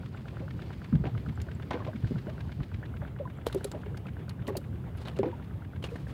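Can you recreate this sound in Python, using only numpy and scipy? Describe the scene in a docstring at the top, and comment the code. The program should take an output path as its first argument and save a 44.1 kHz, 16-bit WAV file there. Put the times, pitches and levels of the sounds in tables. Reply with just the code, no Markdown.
"""Fish on the deck of a small boat

A small wooden boat on open water: a fish is lifted aboard on a line and pinned to the wet deck.
Slaps and drops are noise clumps and tiny bubbles, gurgles are ringing air pockets, planks are struck modes.
Wet line and fish click and rub in grainy bursts; a sleeve rustles as crackling noise.
Behind: low rumble, wash, ripple hiss, an engine ticking about nine times a second, a tiny bird's rising
chips, and steady sines for the camera's faint whine."""
import sys
import numpy as np
from scipy import signal
from scipy.fft import rfft, irfft, next_fast_len
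from scipy.io import wavfile
from scipy.ndimage import uniform_filter1d, map_coordinates

SR = 44100
rng = np.random.default_rng(int(sys.argv[2]) if len(sys.argv) > 2 else 0)


def wav_record(signal):
    """Record a signal, one row per channel, as 16-bit PCM in the file named by sys.argv[1]."""
    frames = np.transpose(np.atleast_2d(signal))
    bounded = np.clip(frames, -1, 1)
    # unit amplitude maps onto the largest positive 16-bit level
    quanta = np.round(bounded * 32767).astype(np.int16)
    wavfile.write(sys.argv[1], SR, quanta)


N = 270548  # length of the scene in samples
TIME = np.arange(N) / SR  # seconds into the scene
AGE = np.arange(SR // 3) / SR  # seconds into a single short sound

# wavelets slapping the side: (time [s], level [dB], brightness [dB per octave], t60 [s])
SLAPS = [(0.404, -37.5, -3.5, 0.12), (1.039, -33, -1, 0.098), (1.052, -32.5, -0.5, 0.14),
         (1.71, -29.5, 3, 0.079), (1.737, -32, 0.5, 0.19), (1.79, -37, 0, 0.18), (1.866, -36.5, 2, .12),
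         (2.268, -39.5, -4.5, 0.2), (3.735, -37, -3, 0.29), (4.479, -34, 1, 0.19),
         (4.569, -34.5, -5, 0.073), (5.23, -30.5, -1.5, 0.21), (5.256, -35, 0, 0.12)]


def amp(db):
    """Decibels to gain."""
    return 10 ** (np.asarray(db) / 20)


def unit(x):
    """Scale to rms 1."""
    return x / np.sqrt(np.mean(x ** 2) + 1e-20)


def wobble(rate, size=N):
    """A smooth random curve through random knots, rate knots a second."""
    knots = rng.standard_normal(int(size * rate / SR) + 4)
    return map_coordinates(knots, [TIME[:size] * rate])


def noise(spectrum, size, tilt_db=0, grain_db=0):
    """Noise of rms 1 with a (Hz, dB) colour, tilted in dB per octave; grain_db breaks it into crackles."""
    grains = rng.standard_normal(size) * amp(grain_db * wobble(1400, size=size))
    octave = np.log2(np.fft.rfftfreq(size, 1 / SR) + 1)
    hz, db = np.transpose(spectrum)
    inside = np.clip(octave, np.log2(hz[0]), None)
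    low_cut_db = 12 * (inside - octave)  # 12 dB per octave below the lowest listed pitch
    colour_db = np.interp(octave, np.log2(hz), db) + tilt_db * inside - low_cut_db
    return unit(irfft(rfft(grains) * amp(colour_db), size))


def patchy(x, depth_db):
    """Random gain in small patches of time and frequency, back at rms 1."""
    z = signal.stft(x, nperseg=512)[2]
    field = uniform_filter1d(rng.standard_normal(z.shape), size=4, axis=0)
    field = uniform_filter1d(field, size=6, axis=1)
    patched = signal.istft(z * amp(depth_db * unit(field)), nperseg=512)[1]
    return unit(patched[:N])


def fade(rise, t60):
    """A quick swell and an exponential decay."""
    return (1 - np.exp(-AGE / rise)) * np.exp(-np.log(1000) * AGE / t60)


def swell(peak):
    """A rounded burst that tops out at 1 after peak seconds."""
    return (AGE / peak * np.exp(1 - AGE / peak)) ** 2


def lingering(s, rise, fall):
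    """An envelope over the whole scene that rises at s seconds and dies away (time constants in s)."""
    age = np.maximum(TIME - s, 0)
    return (1 - np.exp(-age / rise)) * np.exp(-age / fall)


def tone(hz):
    """A sine that follows a pitch curve."""
    return np.sin(2 * np.pi * np.cumsum(hz) / SR)


def ringing(modes):
    """Undamped (Hz, dB) modes of random phase, struck a little differently each time."""
    scatter_db = 1.8
    out = np.zeros(len(AGE))
    for hz, db in modes:
        gain = amp(db + scatter_db * rng.normal())
        out += gain * np.sin(2 * np.pi * (hz * AGE + rng.random()))
    return out


def crackle(rise, t60, tilt_db):
    """Wet surfaces parting: a grainy burst with a faint tail."""
    # colour of wet surfaces: (frequency [Hz], level per Hz [dB])
    wet_colour = [(400, -2), (1000, -3.5), (1800, -2), (4200, 3), (5800, -6.5), (7600, -6), (10000, -7),
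                  (12500, -10), (14800, -11), (15700, -16), (17000, -40)]
    grains = noise(wet_colour, len(AGE), tilt_db, grain_db=5)
    return (fade(rise, t60) + 0.018 * fade(0.0021, 0.37)) * grains


def add(track, s, sound):
    """Mix a sound into the track at s seconds."""
    part = track[max(round(s * SR), 0):][:len(sound)]
    part += sound[:len(part)]


def shielded():
    """0 while the microphone faces the open water, 1 once it has dipped into the hull."""
    dip_s, dip_length_s = 2.82, 0.058  # when, and how gradually
    return .5 + .5 * np.tanh((TIME - dip_s) / dip_length_s)


def whine():
    """Thin steady tones of the camera's electronics, near the top of hearing."""
    # (frequency [Hz], level [dB])
    whine_tones = [(13000, -97), (14000, -87), (15000, -89)]
    start_s = .45
    tones = sum(amp(db) * unit(np.sin(2 * np.pi * hz * TIME)) for hz, db in whine_tones)
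    return (TIME > start_s) * tones


def air():
    """A very faint, steady hiss, mostly high treble."""
    # (frequency [Hz], level per Hz [dB])
    air_colour = [(3000, -28), (6000, -12), (10000, 29), (12500, 0), (15500, 27)]
    return amp(-84) * noise(air_colour, N)


def rumble():
    """Low-pitched noise whose level wavers slowly."""
    # (frequency [Hz], level per Hz [dB])
    rumble_colour = [(25, -41), (45, -15), (68, -0.5), (105, 1), (160, -3.5), (250, -14), (400, -22.5),
                     (900, -59)]
    return amp(-38.5 + 1.0 * wobble(7.9)) * noise(rumble_colour, N)


def wash():
    """Unsteady, patchy noise of moving water; each slap stirs it up, then the water settles."""
    # (frequency [Hz], level per Hz [dB])
    wash_colour = [(150, 0), (350, -0.5), (600, -6), (1000, -11.5), (2000, -19), (3500, -25), (5000, -46.5)]
    calm_db, stir_db, settle_s = -53, -23, 0.27  # stir is relative to the slap; settle is a time constant
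    stirred_power = sum((amp(db + stir_db) * lingering(s, 0.01, settle_s)) ** 2 for s, db, *_ in SLAPS)
    level = np.sqrt(amp(calm_db) ** 2 + stirred_power)
    return level * amp(1.6 * wobble(25)) * patchy(noise(wash_colour, N), depth_db=2.5)


def ripples():
    """Fine fluttering hiss that swells in puffs of breeze and is dulled in level by the sides of the boat."""
    # (frequency [Hz], level per Hz [dB])
    ripple_colour = [(1200, 9.5), (2500, 7), (3700, 3.5), (4700, 4.5), (5800, -6), (8000, -9.5),
                     (15000, -31)]
    # puffs of breeze: (time [s], swell [dB])
    gusts = [(.7, 5), (2.1, 6)]
    open_db, shield_db, flutter_db, gust_width_s = -66.5, 10, 1.1, 0.11
    gust_db = sum(db * np.exp(-((TIME - s) / gust_width_s) ** 2) for s, db in gusts)
    level_db = open_db + gust_db - shield_db * shielded() + flutter_db * wobble(99)
    return amp(level_db) * noise(ripple_colour, N, grain_db=3)


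def bird():
    """Very short, thin chips that rise from 7000 towards 7900 Hz."""
    # (time [s], level [dB])
    chips = [(.163, -66), (1.355, -60), (1.549, -57), (3.372, -63)]
    out = np.zeros(N)
    for s, db in chips:
        add(out, s, amp(db) * swell(0.0022) * tone(7900 - 900 * np.exp(-AGE / 0.003)))
    return out


def engine_tick():
    """A short falling, rough tone with grit and a cluster of ringing modes."""
    # grit: (frequency [Hz], level per Hz [dB])
    grit_colour = [(500, 12), (900, 8.5), (1500, 2.5), (2200, -9), (3500, -23), (7000, -58)]
    # ringing of the tick: (frequency [Hz], level [dB])
    tick_modes = [(980, -18.5), (1520, -17.5), (2090, -26), (2950, -26.5)]
    start_hz, fall_hz, fall_s = 1872, 777, 0.0046
    scatter, roughness = .03, .07  # shares of the pitch
    pitch = start_hz - fall_hz * (1 - np.exp(-AGE / fall_s))
    pitch = pitch * (1 + scatter * rng.normal())
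    rough_pitch = pitch * (1 + roughness * wobble(680, size=len(AGE)))
    body = amp(2) * swell(0.0029) ** 3 * tone(rough_pitch)
    grit = amp(-4.5) * swell(0.0037) * noise(grit_colour, len(AGE))
    return body + grit + ringing(tick_modes) * swell(0.0092)


def engine():
    """Each cycle gives a tick, then a gritty, ringing clack and a stray weak rattle of a loose part."""
    # (time [s], level [dB])
    engine_level = [(0, -46.5), (.55, -43.5), (1.6, -42), (3.0, -44.5), (4.1, -44.5), (4.75, -51.5),
                    (5.5, -47), (6.13, -45.5)]
    # grit of clack and rattle: (frequency [Hz], level per Hz [dB])
    clack_colour = [(400, 11), (1100, 9), (2200, 9), (3900, 0.5), (4700, -9), (8000, -22.5), (13000, -36)]
    # ringing of the clack: (frequency [Hz], level [dB])
    clack_modes = [(1620, -6), (2200, -11.5), (2820, -16.5), (3600, -22.5)]
    cycle_s, first_tick_s, jitter_s = .11177, .0315, .0006
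    clack_lag_s, rattle_lag_s = .0245, (.04, 0.12)  # the rattle falls anywhere in its span
    clack_rel_db, shield_db, rattle_rel_db = -5, 1, -10.5  # clack against tick, loss in hull, rattle against clack
    dull_db = 3.5  # how much duller the clack is down in the hull (dB per octave)
    out = np.zeros(N)
    inside = shielded()
    tick_db = np.interp(TIME, *np.transpose(engine_level))
    clack_db = tick_db + clack_rel_db - shield_db * inside
    for beat in np.arange(first_tick_s, N / SR, cycle_s):
        i = int(beat * SR)
        s = beat + jitter_s * rng.normal()
        add(out, s, amp(tick_db[i] + .8 * rng.normal()) * engine_tick())
        tilt_db = dull_db * (.5 - inside[i])
        clack = noise(clack_colour, len(AGE), tilt_db, grain_db=4) + ringing(clack_modes)
        add(out, s + clack_lag_s, amp(clack_db[i] + 1.4 * rng.normal()) * swell(0.0056) * clack)
        rattle = swell(0.0029) * noise(clack_colour, len(AGE))
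        rattle_db = clack_db[i] + rattle_rel_db + rng.normal(0, 2.6)
        add(out, s + rng.uniform(*rattle_lag_s), amp(rattle_db) * rattle)
    return out


def hull():
    """Soft bumps push the hull through a few low cycles whose pitch sags, with a dull noisy shudder."""
    # (time [s], level [dB], nominal pitch [Hz], length [s])
    bumps = [(0.531, -28, 130, 0.054), (.755, -26, 167, 0.024), (0.922, -19, 215, 0.049),
             (0.934, -14.5, 154.6, 0.067), (0.992, -25.5, 147, 0.067), (1.046, -23.5, 117, 0.058),
             (1.124, -26, 121, 0.084), (1.267, -25.5, 159, 0.075), (1.372, -30, 87.6, 0.091),
             (1.946, -28, 206, 0.036), (2.03, -20.5, 120, 0.05), (2.109, -18.5, 147, 0.008),
             (2.117, -17.5, 165, 0.011), (2.14, -26.5, 148, 0.078), (2.585, -23, 137, 0.053),
             (2.74, -26, 72.6, 0.025), (2.778, -26.5, 83, 0.024), (2.848, -28, 90, .03),
             (4.406, -25, 124, 0.028), (5.191, -27, 211, 0.047)]
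    shudder_colour = [(70, 8.5), (220, 2.5), (380, -15.0), (700, -28.0), (2000, -56), (6000, -100)]
    out = np.zeros(N)
    for s, db, hz, length in bumps:
        push = tone(hz * (0.825 + 0.57 * np.exp(-AGE / 0.016)))
        shudder = noise(shudder_colour, len(AGE))
        add(out, s, amp(db) * swell(length / 4) * (0.7 * push + 0.43 * shudder))
    return out


def slaps():
    """Wavelets slap the side in clumps of grainy splashing noise."""
    # (frequency [Hz], level per Hz [dB])
    splash_colour = [(200, 8.5), (400, 8.5), (1000, -1.5), (1400, -13.5), (2200, -14), (4000, -25),
                     (7000, -42), (15000, -92)]
    out = np.zeros(N)
    for s, db, tilt_db, t60 in SLAPS:
        splash = noise(splash_colour, len(AGE), tilt_db, grain_db=4)
        add(out, s, amp(db) * fade(0.00079, t60) * splash)
    return out


def gurgles():
    """Trapped air rings unsteadily with a slightly rising pitch; small, high pockets die sooner."""
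    # air pockets under the hull: (time [s], level before the common lift [dB], starting pitch [Hz])
    pockets = [(0.421, -38, 539), (1.071, -33, 803), (1.746, -31, 477), (1.802, -33, 1036),
               (1.877, -30.5, 613), (1.877, -38, 1060), (2.28, -33, 612), (2.833, -32, 1880),
               (3.019, -38, 572), (3.198, -28.5, 501), (3.253, -31, 994), (3.745, -34.5, 583),
               (3.914, -42, 465), (4.482, -31.5, 1880), (4.486, -37, 1150), (5.229, -28.5, 870),
               (5.235, -26, 490), (5.257, -30, 333), (5.272, -30.5, 517), (5.328, -34, 943),
               (5.917, -34, 455)]
    lift_db, cycles = 4.5, 51.3  # cycles rung within the t60
    out = np.zeros(N)
    for s, db, hz in pockets:
        pitch = hz * (1 + 0.62 * AGE + 0.055 * wobble(155, size=len(AGE)))
        churn_colour = [(hz / 2, -22), (hz, 0), (hz * 1.15, -2), (hz * 2, -24), (hz * 8, -60)]
        churn = noise(churn_colour, len(AGE))
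        add(out, s, amp(db + lift_db) * fade(0.0059, cycles / hz) * (tone(pitch) + 0.15 * churn))
    return out


def droplets(centre_hz, spread, count):
    """A clump of tiny damped bubbles of scattered pitch, weakening over spread seconds."""
    cycles = 13.3  # cycles rung within the t60
    out = np.zeros(len(AGE))
    for late, pitch, size in rng.random((count, 3)):
        hz = centre_hz * 2 ** (1.6 * (pitch - .5))
        gain = 0.47 * (0.5 + size) * (1 - 0.69 * late)
        drop = np.sin(2 * np.pi * hz * AGE) * fade(0.00044, cycles / hz)
        add(out, spread * late, gain * drop)
    return out


def spatter():
    """Water squeezed or thrown off breaks into drops."""
    # (time [s], level [dB], centre pitch [Hz], length [s])
    spatters = [(1.053, -31.5, 2430, 0.024), (1.71, -33, 1490, .022), (1.746, -34, 850, 0.09),
                (3.016, -32.5, 1110, 0.026), (3.522, -38, 1400, 0.022), (4.480, -41, 1500, 0.013),
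                (4.505, -44, 1180, .035), (4.562, -40, 1300, 0.024), (5.23, -39, 1550, 0.02),
                (5.251, -37.5, 1450, 0.017), (5.843, -36, 2540, 0.018)]
    out = np.zeros(N)
    for s, db, hz, length in spatters:
        add(out, s, amp(db) * droplets(hz, length, count=28))
    return out


def side_boards():
    """A hard smack starts with a crisp crack while the side boards ring on, each mode with its own decay."""
    # (time [s], level [dB], crack against ring [dB])
    smacks = [(1.7062, -30.5, 1), (1.7329, -35, -2)]
    # modes of the boards: (frequency [Hz], level [dB], t60 [s])
    board_modes = [(473, -10, .07), (805, -4, .08), (1010, -8, 0.14), (1530, -8, 0.14), (1846, -9, 0.096),
                   (2100, -6, 0.064), (2530, -10, .04)]
    out = np.zeros(N)
    for s, db, crack_db in smacks:
        ring = np.zeros(len(AGE))
        for hz, mode_db, t60 in board_modes:
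            pitch = hz * (1 + 0.028 * wobble(410, size=len(AGE)))
            ring += amp(mode_db) * fade(0.0027, t60) * tone(pitch)
        crack = amp(crack_db) * crackle(.0003, t60=0.028, tilt_db=-8)
        add(out, s, amp(db) * (ring + crack))
    return out


def sleeve():
    """Cloth slides in fine grains as the arm moves."""
    # (time [s], level [dB])
    strokes = [(3.459, -53.5), (4.965, -55), (5.834, -53), (5.93, -67), (6.07, -56.5)]
    # (frequency [Hz], level per Hz [dB])
    cloth_colour = [(600, 19), (2000, 7), (4000, 4.5), (6000, -5.5), (10000, -8), (13000, -19),
                    (16000, -15)]
    sliding = sum(amp(db) * lingering(s, rise=0.0048, fall=0.19) for s, db in strokes)
    return sliding * amp(3.8 * wobble(70)) * noise(cloth_colour, N, grain_db=2.5)


def rubs():
    """Wet fingers stick and slip along line and fish, so the crackle flutters."""
    # (time [s], level [dB], rise [s], t60 [s], brightness [dB per octave])
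    rub_strokes = [(4.474, -40.5, 0.0049, .06, 4), (4.992, -43, .003, .05, -9),
                   (5.051, -36.5, 0.0036, 0.057, -7.5), (5.067, -34, 0.0053, 0.13, -8),
                   (5.166, -41, .002, .03, -4), (5.188, -37.5, .001, 0.027, -5.5),
                   (5.439, -46, 0.0024, 0.057, -5), (5.837, -45, 0.0057, 0.11, -3.5)]
    slip_db, slips_per_s = 4, 420
    out = np.zeros(N)
    for s, db, rise, t60, tilt_db in rub_strokes:
        slips = unit(amp(slip_db * wobble(slips_per_s, size=len(AGE))))
        add(out, s, amp(db) * slips * crackle(rise, t60, tilt_db))
    return out


def clicks():
    """Wet line and scales give short crackles, each with its own unsteady ring."""
    # (time [s], level [dB], brightness [dB per octave], ringing pitch [Hz], t60 [s])
    wet_clicks = [(1.416, -39, -1, 7170, 0.021), (3.4654, -31, 1.5, 3170, 0.026),
                  (3.484, -40, -2, 4200, 0.018), (3.526, -36, -1.5, 3770, 0.023),
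                  (3.546, -39, 5, 4130, 0.016), (3.6432, -25.5, 1.5, 9860, 0.019),
                  (3.643, -29.5, -7.5, 7400, 0.023), (3.715, -38.5, -3, 7600, 0.025),
                  (3.971, -44.5, 0, 4970, 0.03), (4.067, -35.5, -6.5, 2650, 0.017),
                  (4.2933, -37, -2, 4300, 0.022), (4.468, -39.5, -4, 2960, 0.033),
                  (4.554, -41, -7.5, 2670, .028), (4.5674, -33, 3.5, 4660, 0.03),
                  (4.57, -33, 5, 14900, 0.021), (4.972, -47, -3, 11100, .015),
                  (5.005, -45, -13, 3300, .012), (5.055, -42, -11, 3900, 0.048),
                  (5.0819, -32, -5.5, 3000, 0.018), (5.161, -40.5, -6, 2800, 0.031),
                  (5.825, -37.5, -5.5, 3020, 0.035), (5.839, -30, -6, 2885, 0.05),
                  (5.887, -39, -9, 2500, .028), (5.957, -34, -7, 1740, 0.025)]
    rise_s, ring_db = 0.0014, -2
    out = np.zeros(N)
    for s, db, tilt_db, hz, t60 in wet_clicks:
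        ring = amp(ring_db) * tone(hz * (1 + 0.062 * wobble(1000, size=len(AGE))))
        add(out, s, amp(db) * (crackle(rise_s, t60, tilt_db) + fade(rise_s, t60) * ring))
    return out


def deck():
    """Fish and hand strike the planks, which ring briefly; a softer contact weakens the upper modes."""
    # (time [s], level [dB], contact time [s], t60 [s], pitch ratio of the spot struck)
    knocks = [(2.118, -25.5, 0.0013, 0.033, 1.02), (3.468, -20, 0.000071, 0.038, 1.13),
              (3.548, -17, 0.00079, 0.031, 0.97), (3.555, -9.5, 0.0059, 0.062, 0.96),
              (3.647, -26.5, 0.00086, 0.097, 1), (3.863, -30.5, 0.0011, 0.06, 1.04),
              (4.478, -20.5, 0.0014, 0.029, 0.54), (4.484, -23, 0.00071, 0.052, 1.096),
              (4.500, -22.5, 0.0027, 0.07, 0.99), (4.516, -32, 0.0014, 0.1, 1),
              (4.5531, -22, 0.00055, 0.021, 1.55), (4.561, -23.5, 0.0022, 0.066, 0.976),
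              (4.585, -34, 0.0012, 0.035, 1.36), (5.19, -6.5, 0.0062, 0.072, 0.98),
              (5.243, -22, 0.00087, 0.031, 1.08), (5.259, -18, 0.0025, 0.05, 0.72),
              (5.956, -29, 0.00027, 0.028, 0.76)]
    # modes of a plank: (frequency at pitch ratio 1 [Hz], level [dB], share of the knock's t60)
    plank_modes = [(395, -0.5, 1), (526, 0, 0.47), (827, 0, 0.18), (1140, -40, 0.16), (1820, -32, 0.8)]
    lowest_hz = plank_modes[0][0]
    out = np.zeros(N)
    for s, db, contact, t60, ratio in knocks:
        for hz, mode_db, share in plank_modes:
            softness = np.hypot(1, lowest_hz * contact * 2) / np.hypot(1, hz * contact * 2)
            pitch = hz * ratio * (1 + 0.023 * rng.normal())
            ring = np.sin(2 * np.pi * pitch * AGE) * fade(2 * contact, t60 * share)
            add(out, s, amp(db + mode_db + rng.normal(0, 1)) * softness * ring)
    return out


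def scene():
    """Everything in open air, with no room around it."""
    background = air() + rumble() + wash() + ripples() + bird() + engine()
    boat_and_water = hull() + slaps() + gurgles() + spatter() + side_boards()
    fish_on_deck = sleeve() + rubs() + clicks() + deck()
    return (background + boat_and_water + fish_on_deck)[None]


def record(dry):
    """The camera adds its whine, cuts the deepest bass and keeps nothing above its band limit."""
    bass_cut_hz, top_hz = 44, 15900
    bass_cut = signal.butter(4, bass_cut_hz, "highpass", fs=SR, output="sos")
    thinned = signal.sosfilt(bass_cut, dry + whine())
    size = next_fast_len(N + SR // 2)
    kept = np.fft.rfftfreq(size, 1 / SR) < top_hz
    return irfft(rfft(thinned, size) * kept, size)[:, :N]


dry = scene()
out = record(dry)
wav_record(out)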